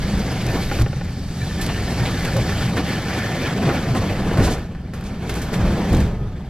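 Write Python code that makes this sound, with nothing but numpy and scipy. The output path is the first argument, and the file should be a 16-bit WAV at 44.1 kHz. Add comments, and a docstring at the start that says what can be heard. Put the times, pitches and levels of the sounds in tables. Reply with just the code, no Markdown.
"""Funicular car from an open window.

The wheels rumble through the car body and hiss and ring on the rails; a flange rubs, a wheel squeaks.
The car jolts, fittings knock and tick, grit is crushed and the cabin drones; the rolling noise dips
after each big thump. Air swishes and buffets the two microphone ports; a rock face throws sound back."""
import sys
import numpy as np
from scipy import signal
from scipy.fft import rfft, irfft
from scipy.io import wavfile
from scipy.ndimage import uniform_filter1d

SR = 44100
rng = np.random.default_rng(int(sys.argv[2]) if len(sys.argv) > 2 else 0)


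def bounce(signal):
    """Save signal as a 16-bit WAV file at the path given by the first command-line argument."""
    frames = np.transpose(np.atleast_2d(signal))
    limited = np.clip(frames, -1, 1)
    pcm = np.round(limited * 32767).astype(np.int16)
    wavfile.write(sys.argv[1], SR, pcm)


N = 286297
TIME = np.arange(N) / SR
HZ = np.fft.rfftfreq(N, 1 / SR)


# Rolling noise spectra: f/Hz, relative level/dB
BODY_SPECTRUM = [(120, -40), (220, 0), (270, -0.5), (370, -2), (520, -5), (620, -7), (780, -7),
                 (900, -12.5), (1200, -15), (4500, -66)]
RAIL_SPECTRUM = [(500, -27), (800, -5), (1000, -7), (1450, 1.5), (2300, 0), (2800, -4), (3300, -5.5),
                 (4000, -10), (4700, -18.5), (5800, -16.5), (10000, -26)]
HISS_SPECTRUM = [(2000, -38), (3800, 4), (5200, 1.5), (7000, -2), (9000, -4.5), (10500, -8.5),
                 (12000, -10.5), (14500, -26)]
# Wheel and rail modes: f/Hz, width/Hz, relative level/dB
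WHEEL_MODES = [(794, 45, 0), (1470, 130, -5), (1760, 55, -2), (2240, 140, -1.5), (3146, 190, -2.5),
               (3440, 190, -4.5), (4560, 440, 2), (5200, 390, -6.5)]
def rolling(body_gain, rail_gain, hiss_gain, bumps):
    """Uneven rails drive the car body, the rails and the ringing wheels together."""
    roar = patchy(colour(grit(per_s=250, spread_db=1, share=0.18), BODY_SPECTRUM), depth_db=1.5)
    steel = patchy(colour(grit(per_s=900, spread_db=3, share=0.32), RAIL_SPECTRUM), depth_db=2.5)
    hiss = patchy(colour(grit(per_s=1500, spread_db=3.5, share=0.16), HISS_SPECTRUM), depth_db=2.5)
    wheel_db = -5 - 3.5 * beside_rock() + 0.77 * drift(rate_hz=14)
    return (body_gain * amp(-1.13 + bumps) * roar
            + rail_gain * amp(-1.38 + 0.91 * bumps) * steel
            + hiss_gain * amp(4.5 + 1.2 * bumps) * hiss
            + rail_gain * amp(wheel_db) * ring(noise(), WHEEL_MODES))


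# Heard level of the rolling noise, dipping after each big thump: t/s, level/dB
ROLLING_LEVEL = [(0, -35), (0.82, -33), (0.835, -44), (1.28, -44.5), (1.6, -35), (2.1, -32), (3.25, -33.5),
                 (3.8, -33), (4.27, -35.5), (4.5, -32.5), (4.68, -50.5), (4.9, -53), (4.98, -45.5),
                 (5.2, -44.5), (5.32, -38), (5.68, -34.5), (6.02, -35), (6.16, -50), (6.49, -51.5)]
# Brief lulls in it: t/s, change/dB, half-length/s
LULLS = [(0.69, -1.5, .025), (0.88, -1, 0.053), (2.735, -3.5, 0.024), (3.02, -1.5, .04),
         (2.825, -3.5, 0.012), (3.85, -1, 0.031), (3.935, -2, 0.018), (5.46, -3, 0.048)]
def follow_rolling(base_db, slope, rock_db):
    """Level in dB of a layer that follows the rolling level and shifts beside the rock face."""
    usual_db = -32.5
    excess_db = np.interp(TIME, *np.transpose(ROLLING_LEVEL)) + rises_db(LULLS) - usual_db
    return base_db + slope * excess_db + rock_db * beside_rock()


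# Response to the rolling level: base level/dB, slope/(dB/dB), change beside the rock/dB
LAYER_RESPONSE = {"rumble": (-22.5, 0.31, -0.62), "body": (-29, 0.82, 3.95), "rail": (-33, .96, 1.32),
                  "hiss": (-43.5, 0.98, -2.8)}
# Rough track: t/s, body roar rise/dB, half-length/s
ROUGH_TRACK = [(0.56, 7.5, 0.052), (1.69, 5.5, 0.029), (2.06, 3, 0.045), (2.38, 4, .03), (2.79, 7, 0.045),
               (3.69, 5.5, 0.055), (3.985, 3, 0.054), (4.37, 3.5, 0.18), (5.76, 2.5, 0.16)]
def ride_gains():
    """Gains of four layers; rough track lifts rumble and body, the leaning flange the rail."""
    level_db = {layer: follow_rolling(*response) for layer, response in LAYER_RESPONSE.items()}
    rough_db = rises_db(ROUGH_TRACK)
    open_air = amp(-56.5) * (1 - beside_rock())
    return (amp(level_db["rumble"] + 0.23 * rough_db),
            amp(level_db["body"] + rough_db),
            amp(level_db["rail"] + 0.39 * rises_db(FLANGE_LEANS)),
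            np.hypot(amp(level_db["hiss"]), open_air))


# Car shake: f/Hz, relative level/dB
RUMBLE_SPECTRUM = [(8, -37), (20, -3), (38, -8), (58, -2), (95, -3), (120, -1.5), (145, -4.5), (175, -1.5),
                   (215, -9), (280, -17), (900, -100)]
# Floor jolts and panel booms: t/s, relative level/dB, f/Hz, half-length/s
FLOOR_JOLTS = [(0.485, -15.5, 125, 0.033), (0.829, -6, 119, 0.03), (0.905, -15, 131, 0.019),
               (0.99, -16, 124, 0.033), (1.06, -19, 87.8, 0.053), (1.432, -13.5, 124.8, 0.016),
               (2.015, -8, 122.6, 0.025), (2.39, -13, 119.2, 0.046), (2.54, -13.5, 109.7, 0.042),
               (2.67, -13, 125.2, 0.037), (3.662, -12, 135, 0.036), (3.912, -10.5, 122, 0.024),
               (4.008, -13.5, 108, 0.016), (4.11, -15.5, 89.4, 0.039), (4.40, -8, 119, 0.038),
               (5.59, -16, 118.8, 0.035), (5.96, -14.5, 119, 0.032), (6.24, -19.5, 125, 0.068)]
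PANEL_BOOMS = [(2.372, -19.5, 538, 0.025), (3.70, -19, 350, 0.034), (3.645, -20.5, 230, .035),
               (3.955, -20.5, 249.4, 0.026), (3.6, -23, 697, 0.011), (3.962, -25, 1030, 0.011),
               (3.96, -29, 1220, 0.009), (4.40, -20, 350, 0.026), (4.478, -23, 740, 0.011),
               (4.48, -24, 990, 0.014)]
def rumble(gain):
    """The car shakes over a deep draught that slackens once; jolts swing the floor and panels boom."""
    shake = steadied(colour(noise(), RUMBLE_SPECTRUM), samples=3000)
    deep = lowpass(shake, cutoff_hz=70, power=6)
    draught = amp(2.5 - 9.5 * swell(peak_s=3.3, half_s=0.54))
    floor = amp(-1) * gain * (shake - deep + draught * deep)
    jolts = amp(-3.5) * tone_swells(FLOOR_JOLTS, waver=0.11, rate_hz=39)
    booms = amp(-2) * tone_swells(PANEL_BOOMS, waver=0.051, rate_hz=116)
    return floor + jolts + booms


# Flange leaning on the rail: t/s, rise/dB, half-length/s, f/Hz
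FLANGE_LEANS = [(0.558, 5, 0.043, 1772), (2.26, 5, 0.062, 1750), (2.51, 8.5, 0.043, 1752),
                (2.623, 8, 0.055, 1794), (2.915, 9.5, 0.075, 1755), (3.201, 12, 0.13, 1773),
                (3.45, 9.5, 0.071, 1740), (3.764, 9, 0.04, 1793), (4.094, 7.5, 0.051, 1742)]
def flange():
    """The flange rubs the rail: a flickering note that swells and shifts pitch as it leans."""
    rest_hz = 1755
    pitch_hz = rest_hz + sum((hz - rest_hz) * swell(s, 2 * half_s) for s, _, half_s, hz in FLANGE_LEANS)
    phase = 2 * np.pi * np.cumsum(pitch_hz + 12 * drift(rate_hz=31)) / SR
    note = drift(rate_hz=56) * np.cos(phase) + drift(rate_hz=39) * np.sin(phase)
    flicker = amp(2 * drift(rate_hz=21))
    level_db = follow_rolling(base_db=-47, slope=0.65, rock_db=0) + rises_db(FLANGE_LEANS)
    return amp(level_db) * unit(note * flicker)


# Knocks: t/s, relative level/dB, decay/s, click level/dB
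KNOCKS = [(0.797, -25.5, 0.014, -35), (0.813, -23.5, 0.0062, -32), (2.054, -28, 0.019, -37),
          (2.365, -25, 0.017, -36), (2.495, -21, 0.012, -40), (2.770, -19.5, .02, -35),
          (3.69, -18, 0.03, -50), (3.951, -20, 0.011, -40), (4.374, -20.5, 0.079, -37),
          (4.473, -27, 0.012, -40), (4.582, -34, .005, -52), (4.75, -35.5, 0.005, -64),
          (4.936, -31, 0.026, -41.5), (5.294, -25.5, 0.02, -31.5), (5.529, -29, 0.031, -36.5)]
# Fitting modes: f/Hz, width/Hz, relative level/dB
FITTING_MODES = [(390, 220, 3), (587, 240, -0.5), (789, 28, 0.5), (1098, 74, -4.5), (1440, 290, 3),
                 (1780, 270, -0.5), (2410, 78, -10), (2800, 250, -30), (4080, 340, -12)]
# Ticks and scuffs: t/s, level/dB, decay/s
TICKS = [(0.194, -35, .003), (0.4654, -28.5, 0.004), (0.517, -37, .003), (0.820, -29, 0.003),
         (1.563, -38, .003), (1.6128, -27, 0.028), (1.6637, -26.5, 0.0036), (2.2495, -27.5, 0.007),
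         (2.3675, -31, .003), (2.663, -35, .003), (3.021, -33, .003), (5.0101, -37.5, .002),
         (5.04, -39, .002), (5.3404, -27, 0.0019), (5.352, -35, 0.05), (5.417, -35, 0.024),
         (5.536, -39, 0.02), (5.9285, -32.5, 0.012), (5.948, -29, 0.0028), (5.9669, -35, 0.014),
         (6.003, -33, 0.01)]
# Hard contact: f/Hz, relative level/dB
CLICK_SPECTRUM = [(300, -16), (1500, 2), (4000, 6), (8000, 3), (12000, -1.5), (14500, -9)]
def rattles():
    """Loose fittings strike with a click, then chatter; small hard parts tick in clusters of contacts."""
    bounces = steadied(grit(per_s=500, spread_db=2, share=0.5), samples=400)
    chatter = bursts([(s, db, decay_s) for s, db, decay_s, _ in KNOCKS], bounces)
    late_chatter = np.roll(chatter, round(0.0015 * SR))
    knocks = ring(amp(21) * strikes(KNOCKS) + amp(-2) * late_chatter, FITTING_MODES)
    clicks = [(s, click_db, decay_s) for s, _, decay_s, click_db in KNOCKS]
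    contacts = steadied(grit(per_s=1200, spread_db=3.5, share=0.3), samples=200)
    return knocks + colour(bursts(clicks + list(TICKS), contacts), CLICK_SPECTRUM)


# Dry clacks under the car: t/s, relative level/dB
CLACKS = [(0.713, -16.5), (0.788, -20.5), (0.861, -20.5), (0.929, -24), (1.0105, -24.5), (1.083, -33)]
# Frame modes: f/Hz, width/Hz, relative level/dB
FRAME_MODES = [(400, 72, 3), (573, 99, 2), (806, 41, 4), (1100, 140, -4.5), (1446, 160, 0),
               (1800, 230, -1.5), (2390, 190, -4.5), (2800, 280, -11)]
def clacks():
    """Blunt blows chatter and ring in the steel frame; bending waves bring the treble first."""
    chatter_decay_s, delay_at_1khz_s = 0.009, 0.00197
    chatter = bursts([(s, db - 3.5, chatter_decay_s) for s, db in CLACKS], steadied(noise(), samples=90))
    blows = lowpass(amp(20) * strikes(CLACKS) + chatter, cutoff_hz=3150, power=6)
    dispersion = np.exp(-4j * np.pi * delay_at_1khz_s * np.sqrt(HZ * 1000))
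    return irfft(rfft(ring(blows, FRAME_MODES)) * dispersion, N)


# Crushed grit: t/s, level/dB, decay/s
SCRAPES = [(1.688, -29, 0.03), (2.054, -25.5, 0.035), (2.172, -30, 0.018), (2.254, -27, 0.01),
           (2.776, -27.5, 0.018), (3.652, -31.5, 0.04), (5.296, -30, 0.013), (5.537, -28, 0.018)]
# Its spectrum: f/Hz, relative level/dB
SCRAPE_SPECTRUM = [(400, -22), (750, -3), (1300, -1.5), (2500, 0), (4200, -4), (5500, -16), (12000, -36)]
def scrapes():
    """A wheel crushes grit: a sudden clatter of coarse grains that dies away."""
    grains = steadied(grit(per_s=830, spread_db=2, share=0.56), samples=400)
    return colour(bursts(SCRAPES, grains), SCRAPE_SPECTRUM)


# Wheel squeaks: t/s, relative level/dB, f/Hz, half-length/s
SQUEAKS = [(1.422, -41, 3990, .02), (1.485, -38.5, 3985, .017), (1.42, -42, 2330, .018),
           (1.427, -36, 1750, .022), (1.515, -39, 1770, .018), (1.606, -31, 1761, .021),
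           (1.70, -36, 1790, .014), (1.775, -36, 1800, .03), (1.89, -35, 1805, .012),
           (2.02, -31.5, 1825, .017), (2.185, -36, 1720, .014), (0.535, -34, 1765, .022),
           (3.76, -35, 2260, .025), (6.2, -51, 1250, .2)]
def squeaks():
    """A wheel sticks and slips in short, rough chirps."""
    roughness = amp(4 * drift(rate_hz=160))
    return roughness * tone_swells(SQUEAKS, waver=0.008, rate_hz=130)


# Cabin mode: f/Hz, width/Hz, relative level/dB
CABIN_MODE = [(191.2, 33, 0)]
# Spells of droning: t/s, level/dB, half-length/s
DRONES = [(0.15, -22, 0.09), (2.7, -21, 0.044), (3.61, -22, 0.05), (4.02, -27, 0.17), (4.33, -24.5, 0.15),
          (5.7, -23, 0.19), (5.99, -19.5, 0.068), (6.19, -32, 0.098)]
def drone():
    """The shaking wakes the low mode of the cabin in spells."""
    hum = ring(ring(noise(), CABIN_MODE), CABIN_MODE)
    return swells(DRONES) * steadied(hum, samples=3000)


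# Air on the microphone: f/Hz, relative level/dB
BUFFET_SPECTRUM = [(8, -15), (25, 1), (70, 4.5), (130, -9), (300, -14), (1200, -34.5), (12000, -76)]
# Gusts on both ports, eddies on each alone: t/s, level/dB, half-length/s
GUSTS = [(0.146, -22.5, 0.082), (0.821, -14, 0.024), (4.396, -12.5, 0.016), (4.465, -19, 0.044),
         (5.664, -17, 0.068), (5.935, -11.5, 0.02), (6.01, -18.5, 0.069), (6.155, -25, 0.18)]
EDDIES = [(0.01, -36, 0.03), (0.32, -38, 0.037), (0.95, -49, 0.05), (1.24, -44, 0.045), (2.03, -33, 0.025),
          (2.85, -37, 0.027)]
def buffet(puffs):
    """Short lumps of air strike the microphone."""
    return swells(puffs) * steadied(colour(noise(), BUFFET_SPECTRUM), samples=1500)


# Passing air: t/s, level/dB, half-length/s
SWISHES = [(1.44, -43, 0.16), (3.665, -40, .02), (3.975, -35, 0.019), (4.454, -28.5, 0.026),
           (4.525, -32.5, 0.029), (5.07, -44.5, 0.028), (5.28, -44, 0.02)]
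# Its spectrum: f/Hz, relative level/dB
SWISH_SPECTRUM = [(900, -25), (3500, 3.5), (7500, -1), (10000, -5), (14000, -19)]
def swishes():
    """Air hisses past the window, most of all close to the rock face."""
    return swells(SWISHES) * colour(noise(), SWISH_SPECTRUM)


# High rail modes: f/Hz, width/Hz, relative level/dB
RAIL_MODES = [(1740, 45, -5), (3980, 300, -4), (4630, 310, 5), (5300, 500, -0.5)]
def rail_singing():
    """The rails sing faintly on their high modes until the rock face is reached."""
    return amp(-48.5) * (1 - beside_rock()) * ring(noise(), RAIL_MODES)


def faint_ticks(hiss_gain):
    """Small parts tick at random; their level follows the hiss."""
    per_s, decay_s = 7, 0.0025
    onsets = (rng.random(N) < per_s / SR) * amp(-2 + 3 * rng.uniform(-1, 1, N))
    envelope = signal.lfilter([1], [1, -np.exp(-1 / (decay_s * SR))], onsets + 1e-18)
    return hiss_gain * envelope * colour(noise(), CLICK_SPECTRUM)


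# Sizzle mode: f/Hz, width/Hz, relative level/dB
SIZZLE_MODE = [(11800, 2000, 0)]
def sizzle():
    """A thin, high hiss sounds briefly and stops at the first big thump."""
    start_s, end_s = 0.49, 0.825
    gate = uniform_filter1d(1.0 * (TIME > start_s) * (TIME < end_s), size=900)
    return amp(-57) * gate * ring(ring(noise(), SIZZLE_MODE), SIZZLE_MODE)


def beside_rock():
    """0 on the open slope, 1 beside the rock face."""
    reached_s, fade_s = 3.2, 0.49
    return 0.5 + 0.5 * np.tanh((TIME - reached_s) / fade_s)


def thrown_back(x):
    """Below the treble, the open slope scatters little and the rock face much."""
    lower = lowpass(x, cutoff_hz=2800, power=4)
    return x - lower + amp(-7 + 7 * beside_rock()) * lower


# Likeness of the ports: f/Hz, coherence/0-1
PORT_COHERENCE = [(35, .999), (90, .9996), (180, .9996), (350, .996), (700, .977), (1400, .935),
                  (2400, .89), (3500, .84), (7500, .78), (10000, .52), (13000, .25)]
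# Balance before shadow weighting: f/Hz, left minus right/dB
PORT_BALANCE = [(1500, -0.5), (3800, 1.5), (5500, -0.5), (8000, -2.5), (9500, -1.5), (11500, -9.5),
                (14000, -9.5)]
# Phase between the ports: f/Hz, left lead/rad
PORT_PHASE = [(300, 0), (2070, 0.19), (4740, -1.33), (8180, -2), (9560, -3.0), (14400, -2.5)]
def ports(direct, scattered):
    """Both ports share the bass; the top treble is partly scattered, later and weaker on the left."""
    coherence = np.clip(curve(PORT_COHERENCE), 0, 1)
    shared = rfft(direct) * np.sqrt((1 + coherence) / 2)
    apart = 1j * rfft(scattered) * np.sqrt((1 - coherence) / 2)
    shadow = np.clip(HZ / 3000, 0, 1) ** 2  # long waves bend round the housing
    tilt = amp(shadow * curve(PORT_BALANCE) / 2)
    left = (shared + apart) * tilt * np.exp(1j * curve(PORT_PHASE))
    right = (shared - apart) / tilt
    return irfft(np.array([left, right]), N)


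def grit(per_s, spread_db, share):
    """Rolling contact: smooth noise, with a share of the power in tiny impacts of uneven size."""
    hits = (rng.random(N) < per_s / SR) * rng.choice([-1, 1], N)
    sizes = amp(spread_db * np.minimum(rng.exponential(1, N), 4))
    return np.sqrt(1 - share) * noise() + np.sqrt(share) * unit(hits * sizes)


def patchy(x, depth_db):
    """Neighbouring bands flare and fade on their own as the contact point wanders."""
    frames = dict(nperseg=512, noverlap=384)
    bands = signal.stft(x, **frames)[2]
    flare = uniform_filter1d(rng.standard_normal(bands.shape), size=5, axis=0)
    flare = unit(uniform_filter1d(flare, size=12, axis=1))
    return unit(signal.istft(bands * amp(depth_db * flare), **frames)[1][:N])


def ring(x, modes):
    """Drives damped modes, keeping the power of white noise."""
    t = TIME[:SR // 4]
    response = sum(amp(db) * np.sqrt(width_hz) * np.exp(-np.pi * width_hz * t) * np.sin(2 * np.pi * hz * t)
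                   for hz, width_hz, db in modes)
    return signal.oaconvolve(x, response / np.linalg.norm(response))[:N]


def strikes(rows):
    """One sharp impact per row."""
    impacts = np.zeros(N)
    for s, db, *_ in rows:
        impacts[round(s * SR)] = amp(db)
    return impacts


def bursts(rows, grains):
    """Each blow is a sudden chatter of contacts that dies away."""
    return grains * sum(amp(db) * (TIME >= s) * np.exp(-abs(TIME - s) / decay_s) for s, db, decay_s in rows)


def tone_swells(rows, waver, rate_hz):
    """Each row is one mode that swells and dies, wavering in pitch."""
    warped_s = np.cumsum(1 + waver * drift(rate_hz)) / SR
    return sum(amp(db) * swell(s, half_s) * np.sin(2 * np.pi * hz * warped_s)
               for s, db, hz, half_s in rows)


def swell(peak_s, half_s):
    """Bell curve, down to 1/e at half_s from its peak."""
    return np.exp(-np.minimum(((TIME - peak_s) / half_s) ** 2, 50))


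def swells(rows):
    """Bell curves summed as gain."""
    return sum(amp(db) * swell(s, half_s) for s, db, half_s in rows)


def rises_db(rows):
    """Bell curves summed in dB."""
    return sum(db * swell(s, half_s) for s, db, half_s, *_ in rows)


def noise():
    """White noise, rms 1."""
    return rng.standard_normal(N)


def drift(rate_hz):
    """Random wander up to a rate, rms 1."""
    return unit(irfft(rfft(noise()) * HZ / (HZ + 2) / (1 + (HZ / rate_hz) ** 4), N))


def steadied(x, samples):
    """Evens out the slow swells of a noise."""
    return x / np.sqrt(uniform_filter1d(x ** 2, samples) + 1e-12)


def colour(x, spectrum):
    """Filters by a spectrum, keeping the power of white noise."""
    return irfft(rfft(x) * unit(amp(curve(spectrum))), N)


def lowpass(x, cutoff_hz, power):
    """Zero-phase treble cut."""
    return irfft(rfft(x) / (1 + (HZ / cutoff_hz) ** power), N)


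def curve(points):
    """Joins points on a log frequency axis."""
    hz, value = np.transpose(points)
    return np.interp(np.log(HZ + 1), np.log(hz + 1), value)


def amp(db):
    """Decibels to gain."""
    return 10 ** (np.asarray(db) / 20)


def unit(x):
    """Scales to rms 1."""
    return x / np.sqrt(np.mean(x ** 2) + 1e-20)


def scene():
    """The car's sounds arrive directly and scattered by the cabin and the slope."""
    rumble_gain, body_gain, rail_gain, hiss_gain = ride_gains()
    bumps = drift(rate_hz=26.5)
    direct, scattered = (
        rolling(body_gain, rail_gain, hiss_gain, bumps) + rumble(rumble_gain) + drone() + buffet(GUSTS)
        + rattles() + clacks() + scrapes() + swishes() + squeaks() + rail_singing() + sizzle()
        for _ in range(2))
    direct += faint_ticks(hiss_gain) + flange()
    scattered += amp(7) * flange()  # the cabin scatters this note strongly
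    eddies = np.array([buffet(EDDIES) for _ in range(2)])
    return ports(direct, thrown_back(scattered)) + eddies


def record(dry):
    """Rounds off the largest swings, then limits the band."""
    ceiling, edge_hz = amp(-5.5), 14430
    rounded = dry / (1 + (dry / ceiling) ** 8) ** (1 / 8)
    band_limit = signal.firwin(511, edge_hz, window=("kaiser", 9), fs=SR)
    return signal.oaconvolve(rounded, band_limit[None], "same")


dry = scene()
out = record(dry)
bounce(out)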